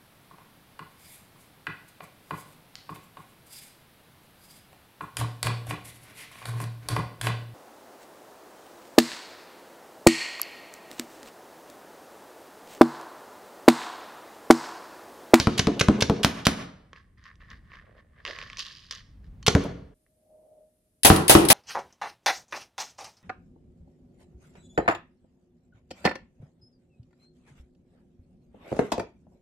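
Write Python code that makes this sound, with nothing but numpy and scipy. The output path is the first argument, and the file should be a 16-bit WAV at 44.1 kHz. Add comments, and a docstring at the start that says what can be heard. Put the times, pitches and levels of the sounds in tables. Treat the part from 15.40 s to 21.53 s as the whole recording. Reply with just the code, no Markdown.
"""A fenced backyard: a gas-powered paintball marker fires at a hanging sheet, and two shots go off empty.
Bolt, gas and cloth are shaped noise bursts, damped modes and air pulses; delayed copies and decaying noise are echoes.
Balls knock and roll in the hopper as noise grains and irregular bumps, and one more shot follows.
Then the listener stands beside the sheet, down range, where shots hiss and overload the microphone.
Breeze and a faint steady background with microphone hiss are filtered noise; a soft hollow tone, a wavering
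sine in noise, swells in the lull."""
import sys
import numpy as np
from scipy import signal
from scipy.fft import rfft, irfft, next_fast_len
from scipy.io import wavfile

SR = 44100
rng = np.random.default_rng(int(sys.argv[2]) if len(sys.argv) > 2 else 0)


def log_audio(samples):
    """Write samples as a 16-bit WAV file to the path given in sys.argv[1]."""
    # one column per channel
    frames = np.atleast_2d(samples).T
    # limit to full scale, then quantise
    limited = np.clip(frames, -1, 1)
    pcm = np.round(limited * 32767).astype(np.int16)
    wavfile.write(sys.argv[1], SR, pcm)


N = 270333
LEAD = SR // 10   # samples of run-in before time zero
MOVE_S = 4.545   # the listening place changes from beside the shooter to beside the sheet
AGE = np.arange(int(.3 * SR)) / SR   # seconds since a short sound began
TIME = np.arange(N) / SR


# Shots: blast t/s, relative blast level/dB, relative bolt level/dB, ball in the barrel (0 or 1)
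SHOTS = [(-.0045, -2.5, 3.5, 1), (.193, -2.5, -2.5, 1), (0.4098, -2, -1.5, 1), (0.6217, -3, -3, 1),
         (0.8469, 2, -1.5, 0), (1.068, 3, -4, 0), (4.0798, -0.5, 2.5, 1), (5.648, 1.5, -3, 1),
         (5.8956, 1.5, -1, 1), (6.1012, 1, -0.5, 1)]
# Balls striking the sheet: t/s, relative thump level/dB, relative flapping level/dB, relative snap level/dB
HITS = [(.071, 0.5, -3.5, -1), (0.2708, -6, -1, -3), (0.4846, 1.5, 1, 0), (0.6975, -2.5, -2.5, -2),
        (4.1508, 2.5, 0.5, 0), (5.7013, 7, 1, 8.5), (5.9509, 2, 5, 7.5)]
# Spent balls ticking behind the sheet: t/s, relative level/dB
TICKS = [(4.237, -35), (5.762, -7.5), (6.051, -9.5)]
# Echo envelope of the yard, grass and fence first, then the houses around: t/s, level/dB
YARD = [(0, -48.5), (.006, -37.5), (.02, -42), (.05, -47.5), (.09, -53.5), (.15, -51.5), (.19, -58.5),
        (.25, -66), (.42, -80.5), (.7, -105)]
# Echo envelope beside the sheet: t/s, level/dB
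SHEET_CORNER = [(0, -34.5), (.006, -39.5), (.02, -40.5), (.05, -44.5), (.1, -48), (.2, -63), (.7, -110)]
# Likeness of the yard's echoes in the two ears: f/Hz, correlation (0-1)
ECHO_ALIKE = [(100, 0.97), (300, 0.98), (700, 0.2), (2000, .55), (12000, 1)]
# Likeness of the two ears for echoes and sounds by the sheet: f/Hz, correlation (0-1)
NEAR_ALIKE = [(100, 0.99), (280, 0.96), (700, 0.069), (2000, 0.039), (12000, 0.083)]


def firing(bolt_travel_s):
    """Superposition: shots and hits add linearly, each with the echoes of the listener's place."""
    beside, down_range = np.zeros((2, 2, LEAD + N))
    for s, blast_db, bolt_db, loaded in SHOTS:
        near = s > MOVE_S
        track = down_range if near else beside
        if near:
            bolt, gas = shot_from_front(blast_db, bolt_db)
        else:
            bolt, gas = shot_from_side(blast_db, bolt_db, loaded)
        add(track, s - bolt_travel_s, bolt)
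        add(track, s, gas)
    for s, thump_db, flap_db, snap_db in HITS:
        near = s > MOVE_S
        add(down_range if near else beside, s, slap(thump_db, flap_db, snap_db, near))
    for s, db in TICKS:
        tick = burst(fade(t60=0.047), NEAR_BOLT, NEAR_ALIKE)
        add(down_range if s > MOVE_S else beside, s, from_db(db) * tick)
    before_move = np.clip((MOVE_S - TIME) / 0.0076, 0, 1)
    heard_beside = outdoors(beside, YARD, ECHO_ALIKE) * before_move
    return heard_beside + outdoors(down_range, SHEET_CORNER, NEAR_ALIKE)


# Spectrum of the bolt clack from the side: f/Hz, level/dB
BOLT = [(100, -17.5), (600, -28.5), (1200, -19), (2000, -19), (3200, -10), (5000, -15), (8000, -24.5),
        (11000, -26), (15000, -40.5)]
# Damped modes of the steel bolt: f/Hz, relative level/dB, t60/s
STEEL = [(3150, -44.5, .08), (3600, -42, .09), (6352, -45, .13), (8100, -44, 0.12), (9740, -42, .14),
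         (10780, -36, 0.29), (10900, -41.5, .16)]
# Spectrum of the blast behind a ball: f/Hz, level/dB
BLAST = [(100, -10.5), (280, -3.5), (500, 6), (900, -0.5), (1500, 0.5), (3500, -0.5), (6200, -2),
         (8000, -19), (11000, -23), (15000, -45)]
# Spectrum of the blast from an empty barrel: f/Hz, level/dB
EMPTY_BLAST = [(100, -13.5), (330, -4.5), (600, 4), (1300, 2.5), (3000, 0), (6000, -3.5), (8000, -14.5),
               (11000, -12), (15000, -23)]
# Likeness of the two ears for direct sound: f/Hz, correlation (0-1)
DIRECT_ALIKE = [(300, 1), (5000, 0.93), (11000, 0.41)]


def shot_from_side(blast_db, bolt_db, loaded):
    """Impact and gas discharge: a ball holds the gas back, an empty barrel lets it out in one crack."""
    two_knocks = fade(t60=0.03) + 0.99 * fade(t60=0.04, delay=0.0036)
    bolt = burst(two_knocks, BOLT, DIRECT_ALIKE) + from_db(-13.0) * ring(STEEL)
    if loaded > .5:
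        two_surges = .8 * fade(t60=0.013) + .95 * fade(t60=.016, delay=.003)
        gas = burst(two_surges, BLAST, DIRECT_ALIKE) + 0.27 * puff(hz=135, swell_s=0.0031)
    else:
        gas = gas_burst(0.95 * fade(t60=0.016), EMPTY_BLAST) + 0.34 * puff(hz=164.4, swell_s=0.0017)
    bolt_heard = to_right(from_db(bolt_db) * bolt, pan_db=2.0, lag=0.97)
    gas_heard = to_right(from_db(blast_db) * gas, pan_db=0.5, lag=1.0)
    return bolt_heard, off_fence(gas_heard)


def gas_burst(envelope, spectrum):
    """Impulsive discharge: phases alone are kept, so the crack holds all pitches evenly before colouring."""
    x = envelope * noise(DIRECT_ALIKE, len(AGE))
    held = (envelope / envelope.max()) ** (1 / 4)
    for _ in range(3):
        flat = irfft(np.exp(1j * np.angle(rfft(x))), len(AGE))
        x = held * flat
    return colour(rms_one(x) * np.sqrt(np.mean(envelope ** 2)), spectrum)


# Flat echoes off the fence boards: delay t/s, level/dB
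FENCE = [(0.0176, -11.5), (0.021, -11), (0.032, -15.5)]


def off_fence(x):
    """Specular reflection: plants stand before the fence, so only the boom comes back whole."""
    dull = colour(x, [(250, 1), (700, -14.5), (3000, -15.5)])
    i = np.arange(x.shape[1])
    for s, db in FENCE:
        echo = np.array([np.interp(i - s * SR, i, side, left=0) for side in dull])
        x = x + from_db(db) * echo
    return x


# Spectrum of the bolt down range and of the ticks: f/Hz, level/dB
NEAR_BOLT = [(100, -42), (350, -16), (900, -36), (2000, -13.5), (4500, -10), (6500, -19.5), (10500, -4.5),
             (12500, -17), (15500, -24)]
# Spectrum of the gas jet down range: f/Hz, level/dB
JET = [(80, -2.5), (220, -4), (400, 2.5), (800, 5.5), (1300, -3.5), (2500, -2), (4500, -4), (7000, -7),
       (9000, -4), (10700, 2), (12500, -6), (15500, -9)]
# Likeness of the jet and bolt in the two ears: f/Hz, correlation (0-1)
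JET_ALIKE = [(100, 0.53), (280, 1), (700, 0.28), (2000, 0.2), (12000, 0.48)]


def shot_from_front(blast_db, bolt_db):
    """Jet directivity: down range the barrel points at the listener, a long, bright jet of gas."""
    two_knocks = fade(t60=0.06) + 0.34 * fade(t60=.03, delay=0.012)
    bolt = burst(two_knocks, NEAR_BOLT, JET_ALIKE) * from_db([[2.5], [-2.5]])
    bolt = bolt + from_db(13) * ring(STEEL)
    jet = burst(fade(t60=0.16), JET, JET_ALIKE) + from_db(11) * ring(STEEL)
    bolt_heard = to_left(from_db(bolt_db) * bolt, lag_s=0.000454)
    return bolt_heard, to_left(from_db(blast_db) * jet, lag_s=0.00048)


# Spectrum of the cloth's snap: f/Hz, level/dB
SNAP = [(200, -3.5), (700, 0), (1300, 5), (2200, -9), (5000, -13.5), (10000, -26.5), (15000, -43)]
# Slack-drum modes of the sheet: f/Hz, relative level/dB, t60/s
SHEET = [(70, -29, 0.11), (129, -19.5, 0.043), (204, -26.5, 0.071), (278, -23.5, 0.17)]
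# Spectrum of the flapping from afar: f/Hz, level/dB
FLAP = [(40, -9), (80, -2), (130, -1), (200, 5), (380, 3.5), (600, -6.5), (1000, -14), (2000, -30),
        (5000, -36.5), (12000, -63)]
# Spectrum of the flapping close by: f/Hz, level/dB
NEAR_FLAP = [(40, -21), (80, 7), (150, -5), (350, 12), (550, 0.5), (800, 5.5), (1400, -11), (3000, -12.5),
             (12000, -33)]
# Spectrum of the flipping hem: f/Hz, level/dB
HEM = [(80, -29), (250, -22), (420, -13.5), (600, -20.5), (1000, -29.5), (3000, -48.5), (12000, -66.5)]


def slap(thump_db, flap_db, snap_db, near):
    """Membrane excitation: cloth snaps taut, is pushed away, rings, and ripples out to its hem."""
    alike = NEAR_ALIKE if near else DIRECT_ALIKE
    snap = burst(fade(t60=0.0095), SNAP, alike) * from_db([[2.2], [-2.2]])
    thump = -.42 * puff(hz=164, swell_s=0.0016, delay=0.00067) - ring(SHEET)
    if near:
        # close by, the slow heave of the whole sheet is heard too, and the snap lasts longer
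        thump = thump - 0.12 * puff(hz=88.3, swell_s=0.013)
        snap = snap + 0.39 * burst(fade(t60=0.041), SNAP, alike)
        flap = burst(1.22 * fade(t60=0.092, delay=0.00027), NEAR_FLAP, alike)
    else:
        flap = burst(1.1 * fade(t60=0.12, delay=0.0025), FLAP, alike)
    # the ripple reaches the hem a tenth of a second later and flips it
    hem = burst(np.exp(-((AGE - .106) / 0.015) ** 2), HEM, alike)
    return from_db(snap_db) * snap + from_db(thump_db) * thump + from_db(flap_db) * (flap + hem)


# Single knocks of balls, hopper and trigger, and a last faint, dull tick:
# t/s, relative peak level/dB, relative treble tilt/dB
CLICKS = [(1.5315, -30, -11.5), (1.5613, -37.5, -17.5), (1.8405, -38.5, 9), (1.9557, -48.5, 23.5),
          (2.0047, -46, -20), (2.1028, -37.5, 3), (2.318, -37, -27.5), (2.3376, -33.5, -20),
          (2.356, -38, -4), (2.8511, -20, -5.5), (2.863, -20, -7), (2.8705, -23, -9), (2.8773, -20.5, -9),
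          (2.9095, -25, -7), (2.9632, -27.5, -12), (2.9875, -22.5, -5), (3.0148, -24, -12),
          (3.0263, -26, -10), (3.1003, -27, -9), (3.131, -28, -7), (3.1711, -22.5, 13), (3.1843, -22.5, 13),
          (3.1927, -17, 19), (3.5103, -16.5, 20), (3.5242, -24, 12), (3.551, -28.5, 27), (4.028, -32.5, 13),
          (4.664, -58, -32)]
# Spectrum of the plastic hopper knocked by a ball: f/Hz, level/dB
HOPPER = [(150, -18.5), (500, -5), (800, -16), (1100, 6), (1400, -5.5), (1900, 4), (3000, 3), (4200, -3),
          (6000, -5.5), (8000, -21), (13000, -38)]
# Relative spectrum of rolling, hopper body: f/Hz, level/dB
ROLL_BODY = [(500, -25), (850, -23.5), (1080, 5), (1400, -3.5), (1800, 8), (2500, -9), (3400, -11),
             (4500, -21.5), (8000, -40)]
# Relative spectrum of rolling, treble: f/Hz, level/dB
ROLL_TREBLE = [(1500, -26), (3000, 1), (4300, -1), (4950, 1.5), (5500, -6), (6500, -11.5), (8000, -27),
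               (12000, -29), (15000, -43)]
# Relative spectrum of rolling, hollow low part: f/Hz, level/dB
ROLL_LOW = [(200, -22), (400, -4.5), (600, -2), (850, -16.5), (1500, -17), (5000, -55)]
# Damped modes of the trigger spring: f/Hz, relative level/dB, t60/s
SPRING = [(3063, -56.5, .15), (4344, -56, 0.19)]
TRIGGER_S = 4.028   # the trigger takes up and the spring rings faintly
RATTLE_DB = -4.5   # level of the bumps in the body part


def hopper(click_db, body_db, treble_db, low_db):
    """Contact excitation: balls knock, roll and rattle in a plastic shell, then the trigger takes up."""
    track = np.zeros((2, LEAD + N))
    for s, db, bright_db in CLICKS:
        knock = burst(fade(t60=0.0028) + 0.28 * fade(t60=.025), HOPPER, DIRECT_ALIKE)
        click = colour(knock, [(2000, 0.0024), (6000, 0.84 * bright_db)])
        add(track, s, from_db(db + click_db) * click / np.abs(click).max())
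    body, treble, low = rolling_levels()
    bumps = from_db(RATTLE_DB) * rattle(ROLL_BODY, jitter=.35, spread_db=4.0)
    rolling = from_db(body_db) * grains(per_s=2700, spread_db=3.5, spectrum=ROLL_BODY)
    add(track, 0, body * (rolling + bumps))
    scrape = grains(per_s=2500, spread_db=2.5, spectrum=ROLL_TREBLE)
    scrape = scrape + from_db(-2) * rattle(ROLL_TREBLE, jitter=.3, spread_db=2.5)
    add(track, 0, from_db(treble_db) * treble * scrape)
    add(track, 0, from_db(low_db) * low * grains(per_s=170, spread_db=2.0, spectrum=ROLL_LOW))
    add(track, TRIGGER_S, ring(SPRING))
    return outdoors(to_right(track, pan_db=2.0, lag=0.6), YARD, ECHO_ALIKE, wet_db=-4)


# Each tilt of the hopper sets the balls rolling until they come to rest: t/s at full height,
# 60 dB swell/s, 60 dB fade/s, rolling on/s, then relative body, treble and hollow low level/dB
ROLLS = [(1.572, .13, 0.21, 0.12, -51.5, -63, -83), (1.778, .03, 0.34, 0.077, -61, -73, -90),
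         (1.865, .13, .25, 0.079, -47, -61.5, -73), (2.01, 0.052, 0.62, 0.11, -55.5, -71, -69),
         (2.113, 0.068, 0.3, .07, -48, -59, -73), (2.35, 0.28, 0.31, .13, -47, -64.5, -72),
         (2.49, 0.27, 0.77, 0.37, -65, -92, -59.5), (2.587, 0.14, .3, 0.016, -58.5, -73.5, -74),
         (2.8, 0.23, .3, .005, -54.5, -88.5, -62.5), (2.885, .09, 0.43, 0.25, -42.5, -44.5, -47.5),
         (3.01, 0.38, 1.0, 0.16, -47, -52, -69), (3.194, .04, 0.15, .1, -43.5, -30.5, -66),
         (3.26, 0.21, 1, 0.25, -53.5, -44, -71), (3.514, .03, 0.49, .1, -46, -42.5, -61),
         (3.845, .04, .3, .03, -68.5, -70, -85)]
REST_S = 0.098   # coming to rest takes a further 60 dB off in this time


def rolling_levels():
    """Energy decay: each spell of rolling swells, slackens and stops, in body, treble and hollow gains."""
    total = 0
    for s, swell_s, fade_s, length_s, *levels_db in ROLLS:
        stop = from_db(-60 * np.clip((TIME - s - length_s) / REST_S, 0, 2))
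        total = total + from_db(levels_db)[:, None] * swell(s, swell_s, fade_s) * stop
    return total


RATTLES_PER_S = 88   # median pace of rolling balls bumping


def rattle(spectrum, jitter, spread_db):
    """Irregular impact train: ball after ball bumps the shell at an uneven pace; rms 1."""
    pace, size = rng.standard_normal((2000, 2)).T
    at = (np.cumsum(np.exp(jitter * pace)) / RATTLES_PER_S * SR).astype(int)
    inside = at < N
    bumps = np.zeros(N)
    bumps[at[inside]] = from_db(spread_db * np.clip(size, -1.5, 1.5))[inside]
    envelope = signal.fftconvolve(bumps, fade(t60=0.011))[:N]
    return rms_one(colour(envelope * noise(DIRECT_ALIKE, N), spectrum))


def grains(per_s, spread_db, spectrum):
    """Shot noise: many tiny contacts of uneven size at random instants; rms 1."""
    sizes = from_db(spread_db * np.minimum(rng.exponential(1, N), 3))
    contacts = (rng.random(N) < per_s / SR) * sizes
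    return rms_one(colour(contacts * noise(DIRECT_ALIKE, N), spectrum))


# Gusts: t/s, half length to 1/e/s, level/dB
GUSTS = [(2.125, 0.032, -50.5), (2.22, 0.21, -56), (3.06, 0.12, -56), (3.883, 0.23, -52), (4.2, .3, -48)]
# Relative spectrum of the wind: f/Hz, level/dB
WIND = [(15, -12), (30, 1.5), (55, 0), (100, -5.5), (200, -13), (400, -30.5), (800, -36.5), (2000, -45),
        (8000, -64.5)]
# Spectrum of the faint steady background noise with microphone hiss: f/Hz, level/dB
BACKGROUND = [(40, -60), (90, -56.5), (250, -56.5), (600, -67.5), (1000, -85.5), (3000, -86.5), (7000, -84),
              (9500, -78), (10700, -90), (12000, -85), (15000, -99)]
# Spectrum of the faint high hiss beside the sheet: f/Hz, level/dB
HISS = [(1000, -79.5), (6500, -82), (8500, -77), (9500, -67.5), (10800, -74.5), (12000, -71),
        (14500, -100.5), (16000, -105)]
# Relative spectrum of the rustle around the tone: f/Hz, level/dB
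TONE_HALO = [(150, -14), (400, -11), (630, 2.5), (830, -13.5), (1100, -31), (3000, -53)]
BREEZE_DB, SHELTER_DB = -58.5, -77   # wind added beside the shooter; wind present throughout
# the hollow tone swells in the lull, holds and dies away; swell and fade are times per 60 dB
TONE_FULL_S, TONE_SWELL_S, TONE_HOLD_S, TONE_FADE_S = 4.937, 0.51, 0.28, 0.36
TONE_DB, TONE_REST_DB = -56.5, -80   # common gain of tone and rustle: swelling part, steady part


def garden(tone_hz, tone_db, halo_db):
    """Broadband and tonal background: gusty breeze, faint steady noise with microphone hiss, hollow tone."""
    moved = TIME > MOVE_S
    gusts = sum(from_db(db) * np.exp(-((TIME - s) / half_s) ** 2) for s, half_s, db in GUSTS)
    before_move = np.clip((MOVE_S - TIME) / .02, 0, 1)
    wind_level = from_db(SHELTER_DB) + (from_db(BREEZE_DB) + gusts) * before_move
    wind = wind_level * rms_one(colour(noise(ECHO_ALIKE, N), WIND))
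    steady = colour(noise(NEAR_ALIKE, N), BACKGROUND) + moved * colour(noise(NEAR_ALIKE, N), HISS)
    slow = signal.butter(2, 16, fs=SR, output="sos")
    pitch_waver, level_waver = rms_one(signal.sosfilt(slow, rng.standard_normal((2, N))))
    phase = 2 * np.pi * np.cumsum(tone_hz * (1 + 0.0041 * pitch_waver)) / SR
    tone = np.sin(phase) * (1 + 0.31 * level_waver)
    halo = rms_one(colour(noise(ECHO_ALIKE, N), TONE_HALO))
    swelling = swell(TONE_FULL_S, TONE_SWELL_S, TONE_FADE_S, TONE_HOLD_S)
    level = from_db(TONE_REST_DB) + from_db(TONE_DB) * swelling
    return wind + steady + moved * level * (from_db(tone_db) * tone + from_db(halo_db) * halo)


# Colour and extra fading of the echoes: f/Hz, level/dB, fading/(dB/s)
ECHO = [(60, -7, 1.5), (152, 0, -3.5), (333, 3.5, -2.5), (790, -0.5, -1.5), (1880, -0.5, 4),
        (4930, -2.5, 24), (9070, 0.5, 62), (15000, -4, 82.5)]


def outdoors(x, echoes, alike, wet_db=0):
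    """Diffuse scattering: convolve with decaying noise whose treble dies first; drop the run-in."""
    t = np.arange(int(.7 * SR)) / SR
    hz, s, frames = signal.stft(noise(alike, len(t)), SR, nperseg=256)
    gain_db = at_hz(ECHO, hz)[:, None] - at_hz(ECHO, hz, axis=2)[:, None] * s
    scattered = signal.istft(frames * from_db(gain_db), SR)[1][:, :len(t)]
    tail = scattered * from_db(curve(echoes, t) + wet_db)
    wet = signal.fftconvolve(x, tail, axes=1)[:, :x.shape[1]]
    return (x + wet)[:, LEAD:]


def to_right(x, pan_db, lag):
    """Interaural differences: a right-hand source is louder there, and late in the left ear by lag samples."""
    i = np.arange(x.shape[1])
    return np.array([np.interp(i - lag, i, x[0]), x[1]]) * from_db([[-pan_db / 2], [pan_db / 2]])


def to_left(x, lag_s):
    """Interaural time difference: a source on the left reaches the right ear later."""
    i = np.arange(x.shape[1])
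    return np.array([x[0], np.interp(i - lag_s * SR, i, x[1], left=0)])


def ring(modes):
    """Modal synthesis: struck, damped modes, a little different in strength every time."""
    total = 0
    for hz, db, t60 in modes:
        strength = from_db(db + rng.normal(0, 1.7))
        total = total + strength * np.sin(2 * np.pi * hz * AGE) * fade(t60)
    return total


def puff(hz, swell_s, delay=0):
    """Volume displacement: a push of air and its rebound, a swelling and dying sine."""
    t = np.maximum(AGE - delay, 0)
    return np.sin(2 * np.pi * hz * t) * t / swell_s * np.exp(1 - t / swell_s)


def burst(envelope, spectrum, alike):
    """Turbulence: a short burst of enveloped, filtered noise."""
    return colour(envelope * noise(alike, len(AGE)), spectrum)


def fade(t60, delay=0):
    """Exponential decay: a sudden start and a fall of 60 dB in t60 seconds."""
    return (AGE >= delay) * from_db(-60 * np.maximum(AGE - delay, 0) / t60)


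def swell(s, swell_s, fade_s, hold_s=0):
    """Exponential growth and decay: climb to full height at time s, hold, and fall, in times per 60 dB."""
    below = np.maximum(s - TIME, 0) / swell_s + np.maximum(TIME - s - hold_s, 0) / fade_s
    return from_db(-60 * np.minimum(below, 3))


def noise(alike, size):
    """Interaural coherence: white stereo noise whose two sides agree as the table says."""
    mid, side = rfft(rng.standard_normal((2, 2 * next_fast_len(size // 2 + 1))))
    c = np.clip(at_hz(alike, np.linspace(0, SR / 2, len(mid))), -1, 1)
    stereo = np.sqrt((1 + c) / 2) * mid + np.sqrt((1 - c) / 2) * side * [[1], [-1]]
    return irfft(stereo)[:, :size]


def colour(x, spectrum):
    """Minimum phase: a causal filter with the given gains, by folding the cepstrum."""
    size = 2 * next_fast_len(x.shape[-1] // 2 + 2048)
    gains = from_db(at_hz(spectrum, np.fft.rfftfreq(size, 1 / SR)))
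    cepstrum = irfft(np.log(gains))
    cepstrum[1:size // 2] *= 2
    cepstrum[size // 2 + 1:] = 0
    return irfft(rfft(x, size) * np.exp(rfft(cepstrum)))[..., :x.shape[-1]]


def add(track, s, sound):
    """Linear superposition: mix a sound into a track that has a run-in."""
    start = LEAD + round(s * SR)
    part = track[:, start:start + sound.shape[-1]]
    part += sound[..., :part.shape[1]]


def from_db(db):
    """Logarithmic level: decibels to amplitude gain."""
    return 10 ** (np.asarray(db) / 20)


def rms_one(x):
    """Mean power: scale to rms 1."""
    return x / np.sqrt(np.mean(x ** 2) + 1e-20)


def curve(rows, t, axis=1):
    """Linear interpolation: read one column of a table along its first."""
    rows = np.array(rows)
    return np.interp(t, rows[:, 0], rows[:, axis])


def at_hz(rows, hz, axis=1):
    """Logarithmic pitch: read a table on a log-frequency axis."""
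    rows = np.array(rows)
    return np.interp(np.log(hz + 1), np.log(rows[:, 0]), rows[:, axis])


def scene():
    """Superposition of marker, hopper and garden."""
    shots = firing(bolt_travel_s=.015)
    handling = hopper(click_db=-1, body_db=-4.0, treble_db=-4, low_db=-0.5)
    return shots + handling + garden(tone_hz=620, tone_db=-0.5, halo_db=-7.0)


CUTOFF_HZ = 16000   # upper edge of the passband


def record(dry):
    """Saturation and band limiting: loud peaks overload; rumble and the very top are cut."""
    top = .9   # limit of the overload, full scale being 1
    no_rumble = signal.sosfilt(signal.butter(2, 38, "high", fs=SR, output="sos"), dry)
    rounded = top * np.tanh(no_rumble / top)
    return signal.sosfilt(signal.ellip(10, .2, 80, CUTOFF_HZ, fs=SR, output="sos"), rounded)


dry = scene()
out = record(dry)
log_audio(out)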